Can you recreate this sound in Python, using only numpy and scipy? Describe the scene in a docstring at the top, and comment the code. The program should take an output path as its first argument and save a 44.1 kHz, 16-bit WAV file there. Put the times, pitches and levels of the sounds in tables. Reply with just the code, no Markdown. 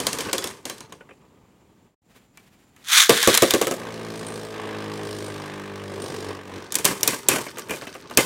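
"""Toy spinning tops in a plastic bowl under a clear dome, heard from close above.
Two tired tops clatter and roll to rest: blows excite dense noise modes and clear ringing modes.
After a short silence a ripcord launcher whirrs: tooth snaps drive coloured noise bursts.
A new top bounces in and circles: its spin sets a hum, and each turn of the tip drums, grinds and scrapes.
It then clashes with the top lying in the middle, over rolling rumble, rattle and quiet room noise."""
import sys
import numpy as np
from scipy import signal
from scipy.fft import rfft, irfft, next_fast_len
from scipy.io import wavfile
from scipy.ndimage import map_coordinates

SR = 44100
rng = np.random.default_rng(int(sys.argv[2]) if len(sys.argv) > 2 else 0)


def unload_audio(sound):
    """Save the sound as a 16-bit wav file, at the path given as the first command line argument."""
    columns = np.transpose(np.atleast_2d(sound))
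    # keep every value between -1 and 1, then stretch to whole-number steps
    steps = np.round(np.clip(columns, -1, 1) * 32767)
    wavfile.write(sys.argv[1], SR, steps.astype(np.int16))


N = 363825
TIME = np.arange(N) / SR

# Spectra of the parts of a blow: f/Hz, relative density/dB
CRACK_SPECTRUM = [(1060, -40), (1800, -5.5), (2520, -11), (3510, 3), (4060, -3), (4880, -3), (6470, -1),
                  (8060, -1.5), (10000, -6), (14900, -8.5), (16000, -18)]
KNOCK_SPECTRUM = [(380, -29.5), (650, -11.5), (1190, -0.5), (1370, -10.5), (1540, -3.5), (1790, -6),
                  (2380, -7), (3000, -7), (3900, -32), (6600, -120)]
THUD_SPECTRUM = [(41, -42), (70, -17), (224, -5.5), (371, 1.5), (575, -2.5), (792, -10), (900, -18.5),
                 (1170, -41.5), (1980, -120)]
TAIL_SPECTRUM = [(65, -46), (110, -8.5), (346, -13), (392, -6), (426, -15.5), (703, -19.5), (1040, -6),
                 (1400, -20.5), (1520, -13), (2350, -13.5), (2560, -16), (3800, -17.5), (8390, -15.5),
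                 (15000, -25), (16000, -33.5)]
# Ringing modes of bowl and tops: f/Hz, relative level/dB, t60/s
BODY_MODES = [(394.2, 2, 0.55), (449, -1, 0.37), (1160, -8, .3), (1624, -8, 0.27), (2050, -6, 0.48),
              (2560, -12.5, .26), (2660, -6, .26), (3100, -3.5, .35), (3600, -11, .35), (4420, -8.5, .29),
              (5700, -8, .35), (6250, -10.5, .32), (6900, -7.5, .3), (7700, -10, 0.23), (8265, -11.5, 0.39),
              (10950, -12, 0.23)]
# Tops striking each other: t/s, rim crack level/dB, jolt passed to the bowl level/dB
CLASHES = [(0.001, -25, -29.5), (0.0678, -15.5, -28.5), (0.13, -23, -33), (0.1858, -27, -32),
           (0.206, -25.5, -36), (0.33, -18, -29.5), (0.3812, -22.5, -34.5), (0.441, -24.5, -33),
           (0.4728, -29, -42), (0.6538, -28, -36), (0.6972, -28, -45), (0.7809, -43, -61),
           (0.8056, -37.5, -56), (0.9239, -40, -58), (6.7221, -24.5, -49), (6.7423, -27, -36),
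           (6.7539, -14, -31), (6.7858, -28, -33), (6.845, -21.5, -20.5), (6.8516, -9.5, -20.5),
           (7.0083, -33, -46), (7.031, -13, -28), (7.076, -11.5, -20), (7.2858, -7.5, -16.5),
           (7.583, -34, -50), (7.594, -34, -54), (7.707, -32, -39), (7.76, -39, -47), (8.1726, -7, -16)]
# Tumbling top knocking on plastic: t/s, level/dB, pitch of the spot hit f/Hz
KNOCKS = [(0.286, -31.5, 1100), (0.332, -28, 1110), (0.349, -35, 933), (0.699, -36, 1180),
          (0.807, -43, 1026), (0.922, -42, 1110), (1.0069, -46.5, 1470), (1.0905, -47, 2650),
          (1.108, -47, 2470), (6.883, -26, 2080), (6.91, -30, 1130), (7.056, -32, 930),
          (7.131, -26.5, 1590), (7.314, -20.5, 2560), (7.338, -23, 1210), (7.359, -23.5, 1510),
          (7.384, -27, 1018), (7.465, -32, 2170), (7.5708, -34, 1230), (7.586, -32, 1193),
          (7.695, -28, 2490), (7.709, -25, 2400), (7.7363, -32, 2440), (7.819, -34, 1125),
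          (7.8691, -34, 2620), (7.951, -35.5, 1210), (8.1094, -33.5, 880), (8.175, -15, 2640),
          (8.186, -16.5, 2090)]
# Launched top landing and bouncing ever lower: t/s, level/dB
BOUNCES = [(3.094, -7), (3.274, -9.5), (3.4218, -9.5), (3.5371, -13), (3.614, -16.5), (3.6696, -20.5),
           (3.711, -22.5), (3.7391, -33.5)]
# Catch and pawl of the launcher: t/s, level/dB, pitch f/Hz
CLICKS = [(2.373, -47, 2320), (2.7632, -55, 1300), (3.1747, -22, 4100), (3.228, -16, 3600),
          (3.3417, -14, 3900), (3.349, -13, 3150), (3.3744, -10, 3930), (3.507, -14, 3570)]
# Parts set off by each contact, against its strength: crack/dB, shell knock/dB, bowl thud/dB, tail/dB
KNOCK_PARTS_DB = (-10, 0, -2.5, -11)
BOUNCE_PARTS_DB = (-2, -5.5, 0.5, -14.5)
SLAP_PARTS_DB = (-9, -10.5, -9, -21.5)
CLICK_PARTS_DB = (1.5, -10, -28, -27)
# Slow tops rolling on their rims, one list per round: t/s, relative rumble level/dB, relative rattle level/dB
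ROLLING = [
    [(0.0, -35, -39.5), (0.48, -43, -36.5), (0.63, -53, -64), (0.75, -47, -47), (1.124, -58, -76),
     (1.94, -66, -88)],
    [(6.72, -42, -40), (6.92, -32.5, -46), (7.18, -44.5, -44), (7.346, -35.5, -42), (7.6, -43, -44),
     (7.734, -39, -37), (8.074, -44.5, -48), (8.25, -30, -31)],
]
# Rolling spectra: f/Hz, relative density/dB
RUMBLE_SPECTRUM = [(41, -37.5), (70, -5.5), (331, -2), (397, 0), (802, -15.5), (885, -3.5), (1030, -10),
                   (1210, -7), (1400, -20), (2520, -18), (3500, -25), (4550, -48.5), (7700, -120)]
RATTLE_SPECTRUM = [(880, -35.5), (1500, 4.5), (1870, -4), (2410, -7.5), (4330, -3.5), (6180, -6.5),
                   (7610, -20), (8400, -8.5), (8920, -23.5), (16000, -32)]
# Room noise and a faint narrow hiss: f/Hz, relative density/dB
ROOM_SPECTRUM = [(21, -40.5), (35, -5), (200, 0), (617, -14), (819, -13.5), (979, -16.5), (1270, -21.5),
                 (2340, -24.5), (5590, -30.5), (7230, -29), (9580, -34.5), (14800, -37), (16000, -33)]
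WHINE_SPECTRUM = [(6600, -25.5), (7250, -3), (7900, -31)]
# Overall level, with the silence between the rounds: t/s, level/dB
PAUSE = [(1.86, -1.5), (1.945, -13), (1.955, -62), (2.012, -66), (2.02, -13), (2.08, -3.5)]
# Hands moving the launcher: t/s, relative rustle level/dB
HANDLING = [(2.05, -70), (2.16, -56.5), (2.32, -76), (2.4, -58), (2.72, -68.5), (2.82, -59)]
# Handling rustle, launcher housing on the pull, and as the cord runs back: f/Hz, relative density/dB
RUSTLE_SPECTRUM = [(130, -2), (260, 2), (600, -5), (2400, -5.5), (5000, -13.5), (15000, -19)]
PULL_SPECTRUM = [(600, -22.5), (900, -15), (1200, -6), (1600, -4), (2000, -6), (2400, -5.5), (2850, -10.5),
                 (3500, -0.5), (4800, -11.5), (6300, -7), (7500, -11.5), (10000, -14.5), (15500, -22.5)]
RECOIL_SPECTRUM = [(600, -35), (1100, -8), (1600, -1), (2700, -7.5), (3300, -2.5), (3800, -0.5),
                   (4700, -8.5), (7000, -10), (10000, -12.5), (15500, -23)]
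# Grip of the circling tip on the bowl: t/s, pressure level/dB, extra grinding level/dB, roughness/0-1
TIP = [(3.8, 0, -2, 0.65), (4.05, 0, -1.5, 0.08), (4.35, 0, -2, 0.35), (4.48, -1.5, -2, 0.15),
       (4.6, 0.5, 2, 0.5), (4.9, 1, -1, 0.04), (5.2, 0.5, -2, 0.05), (5.5, -1, 0, 0.12),
       (5.85, -2, -1, 0.03), (6.05, 1, -1, 0.58), (6.32, 1.5, -1.5, 0.47), (6.43, -8, -1, 0.36),
       (6.57, 0.5, -2, 0.6), (6.67, -9, 0, 0.56)]
# Hum partials: multiple of the spin/1, relative level/dB
HUM = [(1, -18), (2, -0.5), (3, -3.5), (4, -0.5), (5, -7), (6, -0.5), (7, -2), (8, 1), (9, -1.5), (10, -7),
       (11, -6.5), (12, -8)]
# Tip spectra, the last a resonance of the rubbing tip: f/Hz, relative density/dB
DRUM_SPECTRUM = [(90, -12.5), (180, -10), (300, -9.5), (420, -2), (560, -11.5), (750, -16.5)]
GRIND_SPECTRUM = [(380, -19), (650, -5.5), (773, -3), (1180, 0), (1380, -9.5), (1570, -2.5), (1880, -6.5),
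                  (3200, -13), (4160, -18.5), (7040, -120)]
SCRAPE_SPECTRUM = [(2200, -12), (3200, -1), (5000, -1), (7000, -7), (9500, -11.5), (12000, -15.5),
                   (16000, -22)]
SQUEAK_SPECTRUM = [(8200, -14), (8750, -2), (9400, -17)]

NEW_ROUND_S = 1.98
FAST_CLASHES_S = 6.6  # from here the fast top strikes the other, metal on metal
# the fast top glances off and presses less on the bowl
CLASH_KNOCK_DB, CLASH_THUD_DB, GLANCING_THUD_DB = -6.5, 0.5, -5
SLAP_AFTER_S = 0.009  # a landing top tips over and its rim slaps down
SPOT_HZ, SPOT_SPREAD_OCTAVES = 1147, 0.12  # usual pitch of the bowl floor
RIM_SPOT_HZ = 2600  # centre pitch of a shell struck by the fast top
SOFT_BELOW_DB, SOFT_DULLING = -30, 0.6  # a gentler knock loses this many dB of crack and tail per dB
CLICK_BODY = 0.25  # a gentler click keeps this share of its lost level as knock of the housing
# light touches while tops roll, against their rattle
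TOUCH_CRACK_DB, TOUCH_KNOCK_DB, TOUCH_SPREAD_DB = -6, -3, 2.5
# the ripcord speeds up and slows in one stroke, then runs back; levels precede the dome and output gain
PULL_PEAK_S, PULL_DB = 2.983, -8.8
PULL_HALF_S, PULL_FALL_DB = 0.1, 19  # this far from the peak it is this much quieter
RELEASE_S, RECOIL_DB, RECOIL_HOLD_S, RECOIL_FADE_DB_PER_S = 3.09, -18.5, 0.23, 45
CORD_HOME_S, CORD_STOP_DB_PER_S = 3.7, 400
TEETH_PER_S = 1100  # mean at the stroke peak; loudness goes with cord speed squared
# the launched top slows steadily; it first climbs the far wall, then again on every lap
SETTLED_S, SPIN_TURNS_PER_S, SPIN_LOSS_PER_S2 = 3.8, 56.4, 3.3
FAR_WALL_S, LAP_S = 4.266, 0.897
# the climb makes the tip bite harder
CLIMB_DRUM_DB, CLIMB_GRIND_DB, CLIMB_SCRAPE_DB, CLIMB_ROUGH = 1.5, -1.5, 4, 0.25
HUM_SLIP_TURNS = 0.011  # rms wander of the contact point; upper partials waver more
DRUM_DB, GRIND_DB, SCRAPE_DB = -32.7, -34.5, -45.7  # before pressure, climb and roughness
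CUTOFF_HZ = 15900


def from_db(db):
    """Decibels to gain."""
    return 10 ** (np.asarray(db) / 20)


def rms_one(x):
    """Scale to unit rms."""
    return x / np.sqrt(np.mean(x ** 2) + 1e-20)


def curve(rows, axis=1):
    """One table column, joined by straight lines in time."""
    rows = np.array(rows)
    return np.interp(TIME, rows[:, 0], rows[:, axis])


def level(rows, axis=1):
    """A dB column as gain, fading quickly outside its span."""
    outside_s = np.maximum(np.maximum(rows[0][0] - TIME, TIME - rows[-1][0]), 0)
    return from_db(curve(rows, axis=axis)) * np.exp(-outside_s / 0.06)


def colour(x, spectrum):
    """Filter by a spectrum with skirts of 30 dB per octave; rms 1."""
    hz, db = np.transpose(spectrum)
    size = next_fast_len(len(x))
    bin_hz = np.arange(size // 2 + 1) * SR / size
    octave = np.log2(np.maximum(bin_hz, 1))
    skirt_octaves = np.abs(octave - np.clip(octave, np.log2(hz[0]), np.log2(hz[-1])))
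    gain = from_db(np.interp(octave, np.log2(hz), db) - 30 * skirt_octaves)
    return rms_one(irfft(rfft(x, size) * gain, size)[:len(x)])


def noise(spectrum, size=N):
    """Coloured noise of rms 1."""
    return colour(rng.standard_normal(size), spectrum)


def drift(knots_per_s):
    """Smooth random wander of rms about 1 through random knots."""
    knots = rng.standard_normal(4096)
    coarse = map_coordinates(knots, [TIME[::16] * knots_per_s], order=3, mode="wrap")
    return rms_one(coarse).repeat(16)[:N]


def decay(t60_s, size):
    """An envelope that falls 60 dB in t60."""
    return from_db(-60 * np.arange(size) / SR / t60_s)


def add(out, s, sound):
    """Mix a sound in at a time."""
    start = int(np.clip(s * SR, 0, N - 1))
    out[start:start + len(sound)] += sound[:N - start]


def dome(x, wet_db, t60_s, size=16000):
    """Dense decaying reflections from the dome and the room, added to the direct sound."""
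    echoes = rng.standard_normal(size) * decay(t60_s, size) * (1 - decay(0.062, size))
    reflected = signal.fftconvolve(x, echoes / np.linalg.norm(echoes))[:N]
    return x + from_db(wet_db) * reflected


def contacts():
    """Every blow as (t/s, crack/dB, knock/dB, thud/dB, tail/dB, pitch/Hz), by the rule of its kind."""
    def spot(hz):
        return hz * 2 ** (SPOT_SPREAD_OCTAVES * rng.standard_normal())
    hits = []
    for s, db, hz in KNOCKS:
        dull_db = SOFT_DULLING * min(db - SOFT_BELOW_DB, 0)
        parts_db = np.add(db, KNOCK_PARTS_DB) + [dull_db, 0, 0, dull_db]
        hits.append((s, *parts_db, hz))
    for s, crack_db, jolt_db in CLASHES:
        fast = s >= FAST_CLASHES_S
        thud_db, hz = (GLANCING_THUD_DB, RIM_SPOT_HZ) if fast else (CLASH_THUD_DB, SPOT_HZ)
        knock_db = (crack_db + jolt_db) / 2 + CLASH_KNOCK_DB
        hits.append((s, crack_db, knock_db, jolt_db + thud_db, jolt_db, spot(hz)))
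    for s, db in BOUNCES:
        hits.append((s, *np.add(db, BOUNCE_PARTS_DB), spot(SPOT_HZ)))
        hits.append((s + SLAP_AFTER_S, *np.add(db, SLAP_PARTS_DB), spot(SPOT_HZ)))
    for s, db, hz in CLICKS:
        parts_db = np.add(db, CLICK_PARTS_DB) - [0, CLICK_BODY * db, 0, 0]
        hits.append((s, *parts_db, hz))
    return hits


def light_touches(count=22):
    """Rolling tops tap the bowl unevenly, following their rattle: (t/s, crack/dB, knock/dB, pitch/Hz)."""
    taps = []
    for rows in ROLLING:
        s, rumble_db, rattle_db = np.transpose(rows)
        times_s = s[0] + (s[-1] - s[0]) * (np.arange(count) + rng.random(count)) / count
        db = np.interp(times_s, s, rattle_db) + TOUCH_SPREAD_DB * rng.standard_normal(count)
        hz = SPOT_HZ * 2 ** rng.exponential(0.2, count).clip(0, 2)
        taps += zip(times_s, db + TOUCH_CRACK_DB, db + TOUCH_KNOCK_DB, hz)
    return taps


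def struck(hits, spectrum, t60_s, rise_s, likeness, axis, size):
    """Dense modes set off by every blow: partly a common response, partly that of the spot hit."""
    out = np.zeros(N)
    common, spots = noise(spectrum, size=size), noise(spectrum, size=65536)
    envelope = decay(t60_s, size) * (1 - np.exp(-np.arange(size) / SR / rise_s))
    envelope_rms = np.sqrt(np.mean(envelope ** 2))
    starts = (rng.random(len(hits)) * (len(spots) - size)).astype(int)
    for blow, start in zip(hits, starts):
        own = spots[start:start + size]
        response = envelope * (np.sqrt(likeness) * common + np.sqrt(1 - likeness) * own)
        add(out, blow[0], from_db(blow[axis]) * rms_one(response) * envelope_rms)
    return out


def spot_ring(taps, t60_s, detune, size=4500):
    """The spot hit rings briefly with a close pair of modes."""
    out, t = np.zeros(N), np.arange(size) / SR
    envelope = decay(t60_s, size) * (1 - decay(0.012, size))
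    for s, crack_db, knock_db, hz in taps:
        second_hz = hz * (1 + detune * rng.standard_normal())
        second = np.sin(2 * np.pi * (second_hz * t + rng.random()))
        pair = np.sin(2 * np.pi * hz * t) + .5 * second
        add(out, s, from_db(knock_db) * envelope * pair)
    return out


def body_ring(hits, spread_db, size=22000):
    """Each blow strikes the clear modes of bowl and tops with strengths of its own."""
    out, t = np.zeros(N), np.arange(size) / SR
    modes = np.array([from_db(db) * decay(t60_s, size) * np.sin(2 * np.pi * hz * t)
                      for hz, db, t60_s in BODY_MODES])
    for s, crack_db, knock_db, thud_db, tail_db, spot_hz in hits:
        strength = from_db(tail_db + spread_db * rng.standard_normal(len(modes)))
        add(out, s, (strength * rng.choice([-1, 1], len(modes))) @ modes)
    return out


def rim_ring(hits, t60_s, spread_db, count=48, size=10000):
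    """The metal rims have many high modes; each round has its own pair of tops."""
    out, t = np.zeros(N), np.arange(size) / SR
    rims = []
    for pair in range(2):
        hz = rng.uniform(3000, 10200, (count, 1))
        rims.append(np.sin(2 * np.pi * hz * t) * decay(t60_s, size) / np.sqrt(count))
    for s, crack_db, *others in hits:
        strength = from_db(crack_db + spread_db * rng.standard_normal(count))
        add(out, s, (strength * rng.choice([-1, 1], count)) @ rims[int(s > NEW_ROUND_S)])
    return out


def blows():
    """Contacts excite a metallic crack, the knock of the shell, the thud of the bowl and a ringing tail."""
    hits = contacts()
    taps = [(s, crack_db, knock_db, hz) for s, crack_db, knock_db, thud_db, tail_db, hz in hits]
    taps += light_touches()
    crack = from_db(8.5) * struck(taps, CRACK_SPECTRUM, t60_s=0.022, rise_s=.0003, likeness=0.089,
                                  axis=1, size=3000)
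    # metal on metal is a shorter contact, so its crack is brighter
    high_pass = signal.butter(1, 6500, "high", fs=SR, output="sos")
    hard = from_db(4.5) * signal.sosfilt(high_pass, crack)
    crack = np.where(TIME < FAST_CLASHES_S, crack, hard)
    knock = from_db(3.5) * struck(taps, KNOCK_SPECTRUM, t60_s=0.072, rise_s=0.00042, likeness=0.22,
                                  axis=2, size=5000)
    knock += from_db(2.5) * spot_ring(taps, t60_s=0.087, detune=0.094)
    thud = from_db(6.0) * struck(hits, THUD_SPECTRUM, t60_s=0.11, rise_s=0.0015, likeness=0.27,
                                 axis=3, size=8000)
    tail = from_db(1.5) * struck(hits, TAIL_SPECTRUM, t60_s=0.37, rise_s=0.002, likeness=0.5,
                                 axis=4, size=18000)
    # loose parts keep chattering inside the tail
    tail *= from_db(2.1 * drift(130))
    rims = rim_ring(hits, t60_s=0.2, spread_db=5.0)
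    body = from_db(-10.5) * body_ring(hits, spread_db=2.5)
    sound = crack + knock + dome(thud, wet_db=-12, t60_s=0.32) + tail + body
    # the slow tops of the first round touch more softly: duller, with more rim ring
    low_pass = signal.butter(1, 12000, fs=SR, output="sos")
    soft = signal.sosfilt(low_pass, sound + from_db(-9) * rims)
    return np.where(TIME < NEW_ROUND_S, soft, sound + from_db(-14.5) * rims)


def rolling_tops(lumpy_db, grain_db, ticks_per_s, size=6000):
    """Toothed rims roll over the plastic: an uneven rumble, and small ticks that ring in the dome."""
    rumble = noise(RUMBLE_SPECTRUM) * rms_one(from_db(lumpy_db * drift(60)))
    ticks = (rng.random(N) < ticks_per_s / SR) * from_db(grain_db * rng.uniform(-1, 1, N))
    bursts = rng.standard_normal(N) * signal.fftconvolve(ticks, decay(0.016, size))[:N]
    rattle = colour(dome(bursts, wet_db=-7.0, t60_s=0.11, size=size), RATTLE_SPECTRUM)
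    out = np.zeros(N)
    for rows in ROLLING:
        out += from_db(1.5) * level(rows, axis=1) * rumble
        out += from_db(-1.5) * level(rows, axis=2) * rattle
    return out


def room_noise():
    """Steady coloured noise with a faint, wavering narrow hiss."""
    whine_db = np.where(TIME < NEW_ROUND_S, -79, -73.5) + 2.5 * drift(18)
    return from_db(-56.5) * noise(ROOM_SPECTRUM) + noise(WHINE_SPECTRUM) * from_db(whine_db)


def cord_level():
    """Ratchet level in dB: the swell of the pull, then a recoil that holds, fades and stops."""
    pull_db = PULL_DB - PULL_FALL_DB * ((TIME - PULL_PEAK_S) / PULL_HALF_S) ** 2
    fade_s = np.maximum(TIME - RELEASE_S - RECOIL_HOLD_S, 0)
    stop_s = np.maximum(TIME - CORD_HOME_S, 0)
    recoil_db = RECOIL_DB - RECOIL_FADE_DB_PER_S * fade_s - CORD_STOP_DB_PER_S * stop_s
    return np.maximum(np.where(TIME < RELEASE_S, pull_db, recoil_db), -140)


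def launcher(tooth_spread_db, rub_db, edge_hz):
    """Cord teeth snap through the gear and sound the plastic housing, on the pull, then running back."""
    cord_db = cord_level()
    rate_per_s = np.maximum(TEETH_PER_S * np.sqrt(from_db(cord_db - PULL_DB)), 150)
    teeth = np.cumsum(rate_per_s * (1 + .2 * drift(300))) / SR
    tooth_gain = from_db(tooth_spread_db * rng.uniform(-1.4, 1, N))
    snaps = np.diff(np.floor(teeth), prepend=0) * tooth_gain / np.sqrt(rate_per_s)
    # each snap is a short burst of rattling plastic
    bursts = rms_one(signal.fftconvolve(snaps, decay(0.0059, size=400))[:N])
    drive = (bursts + from_db(rub_db)) * rng.standard_normal(N) * from_db(2.0 * np.tanh(drift(170)))
    high_pass = signal.butter(2, edge_hz, "high", fs=SR, output="sos")
    pull = signal.sosfilt(high_pass, colour(drive, PULL_SPECTRUM))
    recoil = colour(drive, RECOIL_SPECTRUM)
    whirr = from_db(cord_db) * np.where(TIME < RELEASE_S, pull, recoil)
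    rustle = level(HANDLING) * noise(RUSTLE_SPECTRUM) * from_db(2.9 * drift(49.64))
    return from_db(-0.8) * dome(whirr, wet_db=-13, t60_s=0.18) + from_db(4.0) * rustle


def spin_hum(turns, waver_db):
    """Partials locked to the spin; the bowl modes answer differently as the top travels round."""
    hum = np.zeros(N)
    for multiple, db in HUM:
        gain = from_db(db + waver_db * np.tanh(drift(5)))
        slip_turns = HUM_SLIP_TURNS * multiple * drift(14)
        hum += gain * np.sin(2 * np.pi * (round(multiple) * turns + rng.random() + slip_turns))
    return rms_one(hum)


def circling_top(scrape_s, drum_s, waver_db, uneven_db, bite_spread_db):
    """The off-centre tip digs in once a turn: the bowl hums and drums, the tip grinds, scrapes, squeaks."""
    speed = SPIN_TURNS_PER_S - SPIN_LOSS_PER_S2 * (TIME - SETTLED_S)
    turns = np.cumsum(speed * (1 + .003 * drift(7) + .0035 * drift(40))) / SR
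    since_s = (turns % 1) / speed
    climb = (.5 + .5 * np.cos(2 * np.pi * (TIME - FAR_WALL_S) / LAP_S)) ** 2
    rough = np.clip(curve(TIP, axis=3) + CLIMB_ROUGH * climb, 0, 1)
    pressure = from_db(uneven_db * drift(45))
    push = pressure * (np.exp(-since_s / drum_s) + 0.4)
    rough_drum = colour(rng.standard_normal(N) * push, DRUM_SPECTRUM)
    # roughness trades the tonal hum for noise
    drum = from_db(1.36) * np.sqrt(1 - rough) * spin_hum(turns, waver_db) + np.sqrt(rough) * rough_drum
    grind = colour(rng.standard_normal(N) * push, GRIND_SPECTRUM)
    # every turn bites with a strength of its own
    strength = from_db(bite_spread_db * rng.standard_normal(size=1024))[turns.astype(int)]
    bite = strength * since_s / scrape_s * np.exp(-since_s / scrape_s)
    scrape = colour(rng.standard_normal(N) * bite * from_db(2.6 * drift(450)), SCRAPE_SPECTRUM)
    squeak = colour(rng.standard_normal(N) * bite, SQUEAK_SPECTRUM)
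    squeak *= from_db(-13 + 6 * climb + 3.5 * drift(30))
    drum_db = DRUM_DB + CLIMB_DRUM_DB * climb
    grind_db = GRIND_DB + curve(TIP, axis=2) + CLIMB_GRIND_DB * climb
    scrape_db = SCRAPE_DB + CLIMB_SCRAPE_DB * climb + 2.1 * (rough - .4)
    rubbing = dome(from_db(scrape_db) * (scrape + squeak), wet_db=-4.5, t60_s=.3)
    return level(TIP) * (from_db(drum_db) * drum + from_db(grind_db) * grind + rubbing)


def scene():
    """Both rounds over a quiet room, with a moment of silence between them."""
    mix = blows() + rolling_tops(lumpy_db=3.5, grain_db=9.0, ticks_per_s=170) + room_noise()
    mix += launcher(tooth_spread_db=6.5, rub_db=-1, edge_hz=820)
    mix += circling_top(scrape_s=.0025, drum_s=0.0085, waver_db=3.5, uneven_db=0.97, bite_spread_db=1.7)
    return (mix * from_db(curve(PAUSE)))[None]


def record(dry):
    """The loudest peaks overload smoothly; the deepest bass and the top are cut."""
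    clipped = dry / (1 + (dry / .95) ** 12) ** (1 / 12)
    thinned = signal.sosfilt(signal.butter(2, 40, "high", fs=SR, output="sos"), clipped)
    return signal.sosfilt(signal.ellip(10, .1, 80, CUTOFF_HZ, fs=SR, output="sos"), thinned)


dry = scene()
out = record(dry)
unload_audio(out)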